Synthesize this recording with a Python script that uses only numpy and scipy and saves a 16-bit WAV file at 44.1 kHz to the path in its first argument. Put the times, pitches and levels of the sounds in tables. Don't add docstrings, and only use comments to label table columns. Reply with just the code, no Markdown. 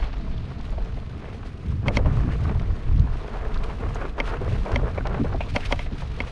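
import sys
import numpy as np
from scipy import signal
from scipy.fft import rfft, irfft, next_fast_len
from scipy.io import wavfile
from scipy.ndimage import uniform_filter1d, map_coordinates

SR = 44100
rng = np.random.default_rng(int(sys.argv[2]) if len(sys.argv) > 2 else 0)


def transcribe(signal):
    frames = np.atleast_2d(signal).T
    limited = np.clip(frames, -1, 1)
    pcm = np.round(limited * 32767).astype(np.int16)
    wavfile.write(sys.argv[1], SR, pcm)


N = 278271

# time_s, heave_db, buffet_db
GUSTS = [(0.0, -22.5, -40), (0.14, -33, -35.5), (0.3, -29, -34.5), (0.55, -30, -31), (0.75, -30, -35.5),
         (0.95, -34, -29.5), (1.2, -37.5, -37.5), (1.63, -40, -35), (1.66, -29.5, -22), (1.74, -20.5, -23),
         (1.83, -30.5, -27), (1.92, -19, -22.5), (2.2, -22, -21), (2.41, -27.5, -24.5), (2.7, -23.5, -26),
         (2.83, -30.5, -36), (2.87, -16.5, -26.5), (2.99, -19.5, -17), (3.06, -22, -21),
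         (3.14, -23.5, -32.5), (3.24, -31, -37.5), (3.55, -24.5, -30.5), (3.77, -31, -33),
         (3.85, -27, -27.5), (4.0, -28.5, -34.5), (4.15, -32.5, -44), (4.35, -35, -34.5),
         (4.43, -31.5, -23), (4.62, -19, -28), (4.68, -32, -53), (4.74, -21, -21), (4.92, -31, -31.5),
         (5.26, -23.5, -24.5), (5.46, -30, -28), (5.64, -31, -33), (5.73, -23.5, -28.5), (5.78, -29, -36),
         (6.1, -30, -30.5), (6.31, -37, -37.5)]
# time_s, level_db
FLUTTER_LEVEL = [(0.0, -45), (0.39, -43), (1.56, -42), (2.05, -35.5), (3.32, -43), (3.78, -40.5),
                 (4.29, -40.5), (4.59, -37.5), (6.31, -46.5)]
# peak_s, level_db, length_s
FLUTTER_PUFFS = [(0.28, -41.5, 0.11), (0.77, -56, 0.029), (1.75, -28.5, 0.014), (1.88, -29.5, 0.023),
                 (2.09, -42, 0.022), (2.28, -36.5, 0.045), (2.5, -34, 0.024), (1.68, -42, 0.024),
                 (1.85, -39, .012), (2.96, -42, 0.03), (3.035, -40, 0.029), (3.43, -55, 0.017),
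                 (4.22, -37, 0.016), (4.77, -39, 0.035), (5.01, -38, 0.032), (5.22, -24.5, 0.025),
                 (5.35, -34, 0.026), (5.54, -34, 0.014), (5.73, -47, 0.021), (5.93, -27, 0.014),
                 (6.21, -58, 0.012)]
# time_s, level_db
AIRSTREAM_LEVEL = [(0, -42.5), (.15, -48.5), (.8, -51.5), (1.7, -64), (3, -52.5), (4.5, -65), (5.5, -49.5),
                   (6.31, -49.5)]
# frequency_hz, density_db (per Hz)
HEAVE_SPECTRUM = [(8, -11.5), (20, 3.5), (42, 3), (60, -3), (100, -39), (400, -120)]
BUFFET_SPECTRUM = [(30, -35.5), (55, 1), (80, 0.5), (130, -4), (190, -15), (300, -45.5), (1000, -120)]
FLUTTER_SPECTRUM = [(60, -48), (140, -6.5), (200, -2), (300, -7.5), (400, -19.5), (1000, -63.5)]
HISS_SPECTRUM = [(300, -6.5), (900, -1.5), (2500, -4), (4200, -5.5), (7000, -24.5), (15000, -57)]


def wind():
    heave_db, buffet_db = curves(GUSTS)
    flutter_db, = curves(FLUTTER_LEVEL)
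    hiss_db, = curves(AIRSTREAM_LEVEL)

    heave_noise = coloured(rng.standard_normal(N), HEAVE_SPECTRUM)
    heave = amp(heave_db) * unit(amp(2.73 * wobble(4.01)) * heave_noise)

    buffet_noise = coloured(patchy(0.62), BUFFET_SPECTRUM)
    buffet = amp(buffet_db) * unit(amp(1.24 * wobble(13)) * buffet_noise)

    flutter_noise = coloured(patchy(1.4), FLUTTER_SPECTRUM)
    flutter_gain = amp(flutter_db) + swells(FLUTTER_PUFFS)
    flutter = flutter_gain * unit(amp(1.6 * wobble(25)) * flutter_noise)

    sand = grains(rate=150, spread_db=1.5, life=.003)
    hiss = amp(hiss_db) * coloured(patchy(2.1) + 1.1 * sand, HISS_SPECTRUM)
    return heave + buffet + flutter + hiss


CRACK_DB, CRACK_T60_S = -2, .009
DULL_DB = 4
REBOUND_S = .0042
# (modes over 3.6 kHz, crack)
CLACK_EVENTS = [(1.882, -11, 1, -15, -20, 0.0065, -2), (1.97, -10.5, 3.5, -17, -8, 0.0067, 2.5),
                (4.201, -11.5, 1.5, -10.5, -22, 0.012, -4), (4.759, -11.5, 1, -17, -23, 0.031, -1),
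                (5.562, -10.5, 4.5, -11, -5, 0.0032, 2), (5.724, -10.5, 4.5, -12.5, -5, 0.0026, 2),
                (5.792, -21.5, 4, -12, -22, 0.017, -2), (6.203, -17, 3, -6.5, -33, 0.041, -3)]
# pitch_hz, level_db (relative), t60_s
PART_MODES = [(249, -8, 0.031), (578, -5.5, 0.047), (715, -15, 0.075), (924, -2.5, 0.017),
              (1154, -18.5, 0.049), (1447, -13.5, 0.022), (2122, 7.5, 0.013), (2020, -19, 0.005),
              (2266, -9, 0.031), (2610, -6, 0.022), (3194, -2.5, 0.016), (4360, -12, 0.0064),
              (4540, -4.5, 0.0072), (5000, -17, 0.0077), (5360, -7, 0.0067), (6370, -17, 0.008),
              (8660, -14.5, 0.0073)]


def clacks():
    rings, cracks, slides = np.zeros((3, N + SR))
    t = np.arange(SR // 10) / SR
    onset = (1 - np.exp(-t / .0006)) ** 2
    hz, level_db, t60 = np.transpose(PART_MODES)[:, :, None]

    for s, db, body_db, rebound_db, slide_db, slide_s, treble_db in CLACK_EVENTS:
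        start = round(s * SR)
        softer_db = rebound_db - DULL_DB * (hz > 3000)
        for delay, hit_db in ((0, 0), (REBOUND_S, softer_db)):
            at = start + round(delay * SR)
            scatter = rng.standard_normal((2, *hz.shape))
            detune = 1 + .008 * scatter[1]
            shift_db = 1.5 * scatter[0]
            tone_db = (hz < 1500) * body_db + (hz > 3600) * treble_db
            gain = amp(level_db + shift_db + hit_db + tone_db - 60 * t / t60)
            ring = np.sum(gain * np.sin(2 * np.pi * hz * detune * t), axis=0)
            rings[at:][:len(t)] += amp(db) * ring * onset

            crack_db = db + np.mean(hit_db) + treble_db + CRACK_DB
            cracks[at:][:len(t)] += amp(crack_db - 60 * t / CRACK_T60_S) * onset
        slides[start - len(t):start] += amp(db + slide_db) * np.exp(-t[::-1] / max(slide_s, .003))

    def crack_colour(f):
        return (resonance(f, 4500, 2030) - 0.65 * resonance(f, 6050, 1400)
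                + 0.73 * resonance(f, 2900, 1120))

    def slide_colour(f):
        return resonance(f, 2500, 1300) - .5 * resonance(f, 5700, 2000)

    grit = filtered(cracks[:N] * rng.standard_normal(N), crack_colour)
    rub = filtered(slides[:N] * rng.standard_normal(N), slide_colour)
    return rings[:N] + grit + rub


UPPER_HZ = 2050
# start_s, peak_db, centre_hz, upper_db (upper resonance, relative), t60_s (at least 8 ms)
KNOCK_EVENTS = [(0.025, -24.5, 780, -5, 0.15), (0.135, -32, 900, -15, 0.05), (0.599, -34.5, 690, -11, 0.05),
                (0.722, -31, 610, -25, 0.13), (0.779, -25, 486, -21, 0.071), (0.97, -30.5, 589, -13, 0.092),
                (1.281, -27.5, 407, -19, 0.044), (1.345, -32.5, 420, -22, 0.057),
                (1.43, -32, 1050, -15, .04), (1.858, -23, 650, -17, 0.11), (1.895, -25, 460, -30, 0.13),
                (1.985, -21, 474, -30, .12), (2.493, -23, 595, -7, 0.047), (3.28, -27, 450, -17, 0.025),
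                (2.047, -24, 450, -18, .05), (2.056, -18.5, 676, -17, 0.058), (3.707, -33, 414, -9, 0.077),
                (3.831, -28, 450, -16, 0.08), (3.956, -20.5, 910, -22, 0.017),
                (4.013, -23.5, 527, -14, 0.13), (4.052, -22.5, 1180, -32, 0.046),
                (4.18, -20, 670, -19, 0.13), (4.274, -25, 1070, -30, 0.32), (4.413, -21, 434, -35, 0.076),
                (4.478, -19.5, 407, -22, 0.05), (4.548, -33, 594, -6, .04), (4.66, -21, 694, -22, 0.094),
                (4.692, -20, 534, -22, 0.077), (4.83, -21.5, 440, -29, 0.071),
                (4.885, -28, 501, -12, 0.075), (4.976, -19, 714, -12, 0.059),
                (4.981, -12.5, 532, -24, 0.034), (5.053, -19, 720, -20, 0.099),
                (5.069, -26, 513, -2, 0.036), (5.105, -29, 600, -20, 0.059),
                (5.143, -22.5, 635, -14, 0.056), (5.175, -24, 600, -17, 0.039),
                (5.243, -20.5, 406, -42, 0.092), (5.326, -26.5, 990, -29, 0.059),
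                (5.345, -17.5, 447, -33, 0.043), (5.406, -17.5, 704, -24, 0.049),
                (5.548, -19.5, 637, -19, 0.24), (5.708, -19.5, 702, -22, 0.13),
                (5.862, -29, 547, -3, 0.052), (6.02, -25.5, 710, -13, 0.075)]


def knocks():
    out = np.zeros(N + SR)
    t = np.arange(8192) / SR
    f = np.fft.rfftfreq(len(t), 1 / SR)
    onset = 1 - np.exp(-t / 0.00039)
    for s, db, centre_hz, upper_db, t60 in KNOCK_EVENTS:
        puff = rng.standard_normal(len(t)) * amp(-60 * t / max(t60, .008)) * onset
        low = resonance(f, centre_hz, 1.17 * centre_hz)
        upper = resonance(f, UPPER_HZ, 1300)
        colour = low ** 3 + amp(upper_db) * upper ** 3
        knock = irfft(rfft(puff) * colour, len(t))
        out[round(s * SR):][:len(t)] += amp(db) * knock / np.abs(knock).max()
    return out[:N]


# time_s, level_db
TREAD_LEVEL = [(0.0, -38), (0.12, -44.5), (1.05, -46.5), (1.3, -42.5), (1.76, -48), (1.9, -37),
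               (2.15, -36.5), (2.33, -36.5), (2.5, -37), (2.65, -40), (2.9, -44), (3.22, -38.5),
               (3.33, -36), (3.45, -36), (3.55, -40), (3.72, -36), (3.92, -37), (4.03, -37.5), (4.25, -37),
               (4.33, -34), (4.56, -35.5), (4.75, -34), (4.86, -33.5), (4.97, -32), (5.16, -34),
               (5.27, -34), (5.4, -40), (5.75, -44.5), (6.1, -44.5), (6.22, -38.5), (6.31, -41.5)]
# (per Hz, relative)
CRUNCH_SPECTRUM = [(150, -31), (340, -0.5), (440, 6.5), (540, -2.5), (660, 1.5), (820, -4.5), (1100, -2.5),
                   (1800, -11), (3000, -27), (6000, -61.5), (12000, -120)]


def tyre():
    level_db, = curves(TREAD_LEVEL)
    crumbs = grains(rate=300, spread_db=1.4, life=.003)
    bed = amp(0.8 * wobble(25)) * patchy(2.2)
    drift_db = .8 * wobble(12)
    gain = amp(level_db + airborne_db() + drift_db)
    return gain * coloured(bed + 1.06 * crumbs, CRUNCH_SPECTRUM)


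# landing_s, hop_s (scale of the dip's timing), drop_db (negative is a rise)
WHEEL_HOPS = [(1.85, 0.048, 5), (2.05, 0.051, 3.5), (2.392, 0.025, 5.5), (2.548, 0.013, 3),
              (3.61, 0.021, 1.5), (3.802, 0.047, 6.5), (4.17, 0.058, 7), (4.411, 0.025, 11),
              (4.655, 0.064, 5.5), (4.96, 0.042, 8.5), (5.05, 0.04, 8.5), (5.248, 0.021, 15),
              (5.4, 0.026, 4), (5.545, 0.032, 5), (5.7, 0.053, -0.5)]


def airborne_db():
    t = np.arange(N) / SR
    total_drop_db = 0
    for s, hop_s, drop_db in WHEEL_HOPS:
        corners = [s - 1.46 * hop_s, s - 1.07 * hop_s, s - .008, s]
        total_drop_db = total_drop_db + np.interp(t, corners, [0, drop_db, drop_db, 0])
    return -total_drop_db


SKID_WIDTH = 0.62
# peak_s, level_db, length_s, centre_hz
SKID_EVENTS = [(2.187, -57, 0.042, 1000), (2.487, -38, 0.017, 1030), (3.37, -39.5, 0.053, 760),
               (3.39, -67, 0.073, 1700), (3.482, -47, .025, 990), (3.56, -37, 0.016, 1220),
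               (3.705, -36.5, 0.016, 1000), (4.015, -37.5, 0.03, 1170), (4.32, -38.5, 0.088, 1210),
               (4.336, -41, .03, 664), (5.17, -49, 0.035, 1210), (2.314, -42, 0.03, 1700),
               (2.454, -38, .012, 1200), (2.561, -36.5, 0.014, 800), (5.635, -36, .02, 1900),
               (5.66, -45, .01, 1200), (5.81, -43, .015, 2170), (5.665, -44, 0.013, 2800),
               (1.263, -50, 0.079, 2200), (3.358, -46.5, 0.089, 1370), (4.553, -41, 0.013, 1500),
               (5.285, -45, 0.018, 1280)]


def skids():
    grit = grains(rate=400, spread_db=1.5, life=.003)
    noise = patchy(1.3) + 1.07 * grit
    out = np.zeros(N)
    for s, db, length, centre_hz in SKID_EVENTS:
        band = filtered(noise, lambda f: resonance(f, centre_hz, SKID_WIDTH * centre_hz) ** 2)
        out += swells([(s, db, length)]) * unit(band)
    return out


CLOTH_HOP = 0.22
# time_s, level_db
CLOTH_LEVEL = [(0.0, -49), (0.1, -53), (0.5, -53.5), (1.2, -53), (1.92, -53.5), (2.05, -49.5), (2.39, -48),
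               (2.93, -53.5), (3.27, -50.5), (3.78, -49.5), (4.02, -51.5), (4.46, -46), (5.39, -49.5),
               (5.64, -43), (5.85, -52), (6.31, -47)]
# peak_s, level_db, length_s
STRAP_STROKES = [(0.03, -59, 0.027), (1.47, -45.5, 0.014), (1.88, -39, 0.013), (1.955, -39.5, 0.032),
                 (2.07, -48, 0.011), (2.44, -44, 0.011), (2.99, -67, 0.018), (3.55, -47, 0.017),
                 (3.64, -38.5, 0.0066), (3.7, -48, 0.095), (3.95, -49.5, 0.057), (4.02, -49, 0.015),
                 (4.095, -49, 0.011), (4.19, -47, 0.013), (4.28, -41, 0.034), (5.07, -58, 0.027),
                 (5.5, -39.5, 0.013), (5.56, -36, 0.016), (5.61, -56, .02), (5.66, -33, 0.013),
                 (5.72, -36.5, 0.019), (5.82, -43, 0.046), (6.01, -42, 0.016), (6.28, -41, 0.017)]
# (per Hz, relative)
CLOTH_SPECTRUM = [(500, -47), (1200, -2.5), (2500, 1), (4500, -7.5), (6600, -15.5), (9000, -12),
                  (15000, -28)]


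def rustle():
    level_db, = curves(CLOTH_LEVEL)
    catches = grains(rate=220, spread_db=1.8, life=.004)
    bed = amp(0.57 * wobble(33)) * patchy(0.97)
    drift_db = 1.5 * wobble(12)
    gain = amp(level_db + CLOTH_HOP * airborne_db() + drift_db)
    steady = gain * coloured(bed + 0.9 * catches, CLOTH_SPECTRUM)

    grit = grains(rate=600, spread_db=1.5, life=.002)
    strokes = swells(STRAP_STROKES) * coloured(patchy(0.7) + 0.72 * grit, CLOTH_SPECTRUM)
    return steady + strokes


# start_s, peak_db, centre_hz, t60_s (at least 4 ms),
# width (over centre, no unit, at least 0.1)
GRIT_TICKS = [(0.043, -34, 3500, .006, 1.1), (0.069, -41, 3800, .006, 1.1), (.183, -44, 5000, .008, 1),
              (.38, -35, 3260, 0.011, 0.37), (0.592, -36, 3700, .005, 0.57), (0.611, -40, 4500, .01, 0.63),
              (0.705, -38.5, 5500, .01, 1), (1.0965, -38, 3260, .009, .8), (1.4548, -46, 3520, .009, .8),
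              (1.72, -35.5, 1020, 0.036, 0.17), (2.2, -30, 1800, 0.0087, 0.41),
              (2.597, -25.5, 1480, 0.011, 0.78), (2.979, -37, 4500, .008, .8),
              (2.9963, -28, 3900, 0.0077, 0.79), (3.072, -29, 960, 0.044, 0.43), (3.279, -33, 2200, .01, 1),
              (3.543, -31, 3430, 0.014, .5), (3.574, -33, 4000, 0.017, 0.3), (3.641, -33, 3800, .009, 0.97),
              (3.644, -29, 1100, 0.027, .3), (3.699, -32, 2500, .02, .4), (3.838, -29, 1400, 0.014, 0.45),
              (3.946, -33, 6660, 0.026, 0.45), (3.955, -32, 3500, .008, 1.4),
              (4.012, -27, 1480, 0.039, 0.2), (4.02, -28, 1100, 0.028, .24), (4.37, -33, 2800, 0.011, 0.31),
              (4.478, -25, 1300, 0.013, 0.4), (4.523, -30, 1500, .01, 0.54), (4.661, -34, 2350, .05, .15),
              (4.737, -38, 1000, 0.011, .4), (4.976, -29, 2320, 0.051, 0.11),
              (5.008, -25, 1400, .015, 0.44), (5.055, -31, 2340, .02, .15),
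              (5.0708, -24, 3800, 0.007, 0.98), (5.337, -41, 4400, .012, .3),
              (5.406, -25.5, 2510, 0.062, 0.17), (5.436, -33, 3000, 0.016, 0.52),
              (5.605, -29, 2700, .03, .3), (5.7494, -42, 2500, .012, 1)]


def ticks():
    out = np.zeros(N + SR)
    t = np.arange(2048) / SR
    f = np.fft.rfftfreq(len(t), 1 / SR)
    for s, db, centre_hz, t60, width in GRIT_TICKS:
        puff = rng.standard_normal(len(t)) * amp(-60 * t / max(t60, .004))
        band = resonance(f, centre_hz, max(width, .1) * centre_hz) ** 2
        tick = irfft(rfft(puff) * band, len(t))
        out[round(s * SR):][:len(t)] += amp(db) * tick / np.abs(tick).max()
    return out[:N]


MOTOR_HZ, MOTOR_DB = 2015, -65
# time_s, pitch_hz, level_db
LOW_TONE = [(.1, 659, -82), (.2, 662, -47), (.4, 645, -54), (.45, 660, -62), (.6, 697, -51), (.7, 682, -74),
            (1.5, 660, -68), (1.6, 660, -47), (1.72, 660, -84)]


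def whine():
    hz, db = curves(LOW_TONE)
    waver_db = 3 * wobble(25)
    waver_hz = 10 * wobble(30)
    low = amp(db + waver_db) * np.sin(2 * np.pi * np.cumsum(hz + waver_hz) / SR)
    motor_gain = amp(MOTOR_DB + 3.9 * wobble(2.7))
    motor = motor_gain * np.sin(2 * np.pi * MOTOR_HZ * np.arange(N) / SR)
    return low + motor


def amp(db):
    return 10 ** (np.asarray(db) / 20)


def unit(x):
    return x / np.sqrt(np.mean(x ** 2) + 1e-20)


def curves(rows):
    s, *cols = np.transpose(rows)
    return [np.interp(np.arange(N) / SR, s, c) for c in cols]


def wobble(rate):
    knots = rng.standard_normal(int(N * 200 / SR) + 4)
    return map_coordinates(knots, [np.arange(N) * min(rate, 200) / SR])


def filtered(x, response):
    m = next_fast_len(N + 8192)
    return irfft(rfft(x, m) * response(np.fft.rfftfreq(m, 1 / SR)), m)[..., :N]


def along(points, hz):
    f, db = np.transpose(points)
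    return amp(np.interp(np.log(hz + 1), np.log(f + 1), db))


def coloured(x, points):
    return unit(filtered(x, lambda hz: along(points, hz)))


def resonance(f, hz, width_hz):
    return 1j * f * width_hz / (hz * hz - f * f + 1j * f * width_hz)


def patchy(depth_db):
    z = signal.stft(rng.standard_normal(N), nperseg=256)[2]
    field = uniform_filter1d(rng.standard_normal(z.shape), size=5, axis=0)
    field = uniform_filter1d(field, size=8, axis=1)
    return signal.istft(z * amp(depth_db * unit(field)), nperseg=256)[1][:N]


def grains(rate, spread_db, life):
    when, size = rng.random((2, N))
    starts = (when < rate / SR) * amp(-spread_db * np.log(size + 1e-9))
    shape = np.exp(-np.arange(SR // 20) / SR / life)
    return unit(signal.fftconvolve(starts, shape)[:N] * rng.standard_normal(N))


STOP = 0.95


def swells(rows):
    t = np.arange(N) / SR
    total = np.zeros(N)
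    for s, db, length in rows:
        side_s = max(length, .005) * np.where(t > s, STOP, 1)
        total += amp(db) * np.exp(-((t - s) / side_s) ** 2)
    return total


def scene():
    return (wind() + clacks() + knocks() + tyre() + skids() + rustle() + ticks() + whine())[None]


TOP_HZ = 15100
# frequency_hz, gain_db
PORT_RESPONSE = [(20, 0.5), (5000, -3.5), (6600, -3), (7600, -9.5), (8800, -10.5), (11500, -16),
                 (13500, -22.5), (15000, -62)]


def record(dry):
    return filtered(dry, lambda hz: along(PORT_RESPONSE, hz) * (hz < TOP_HZ))


dry = scene()
out = record(dry)
transcribe(out)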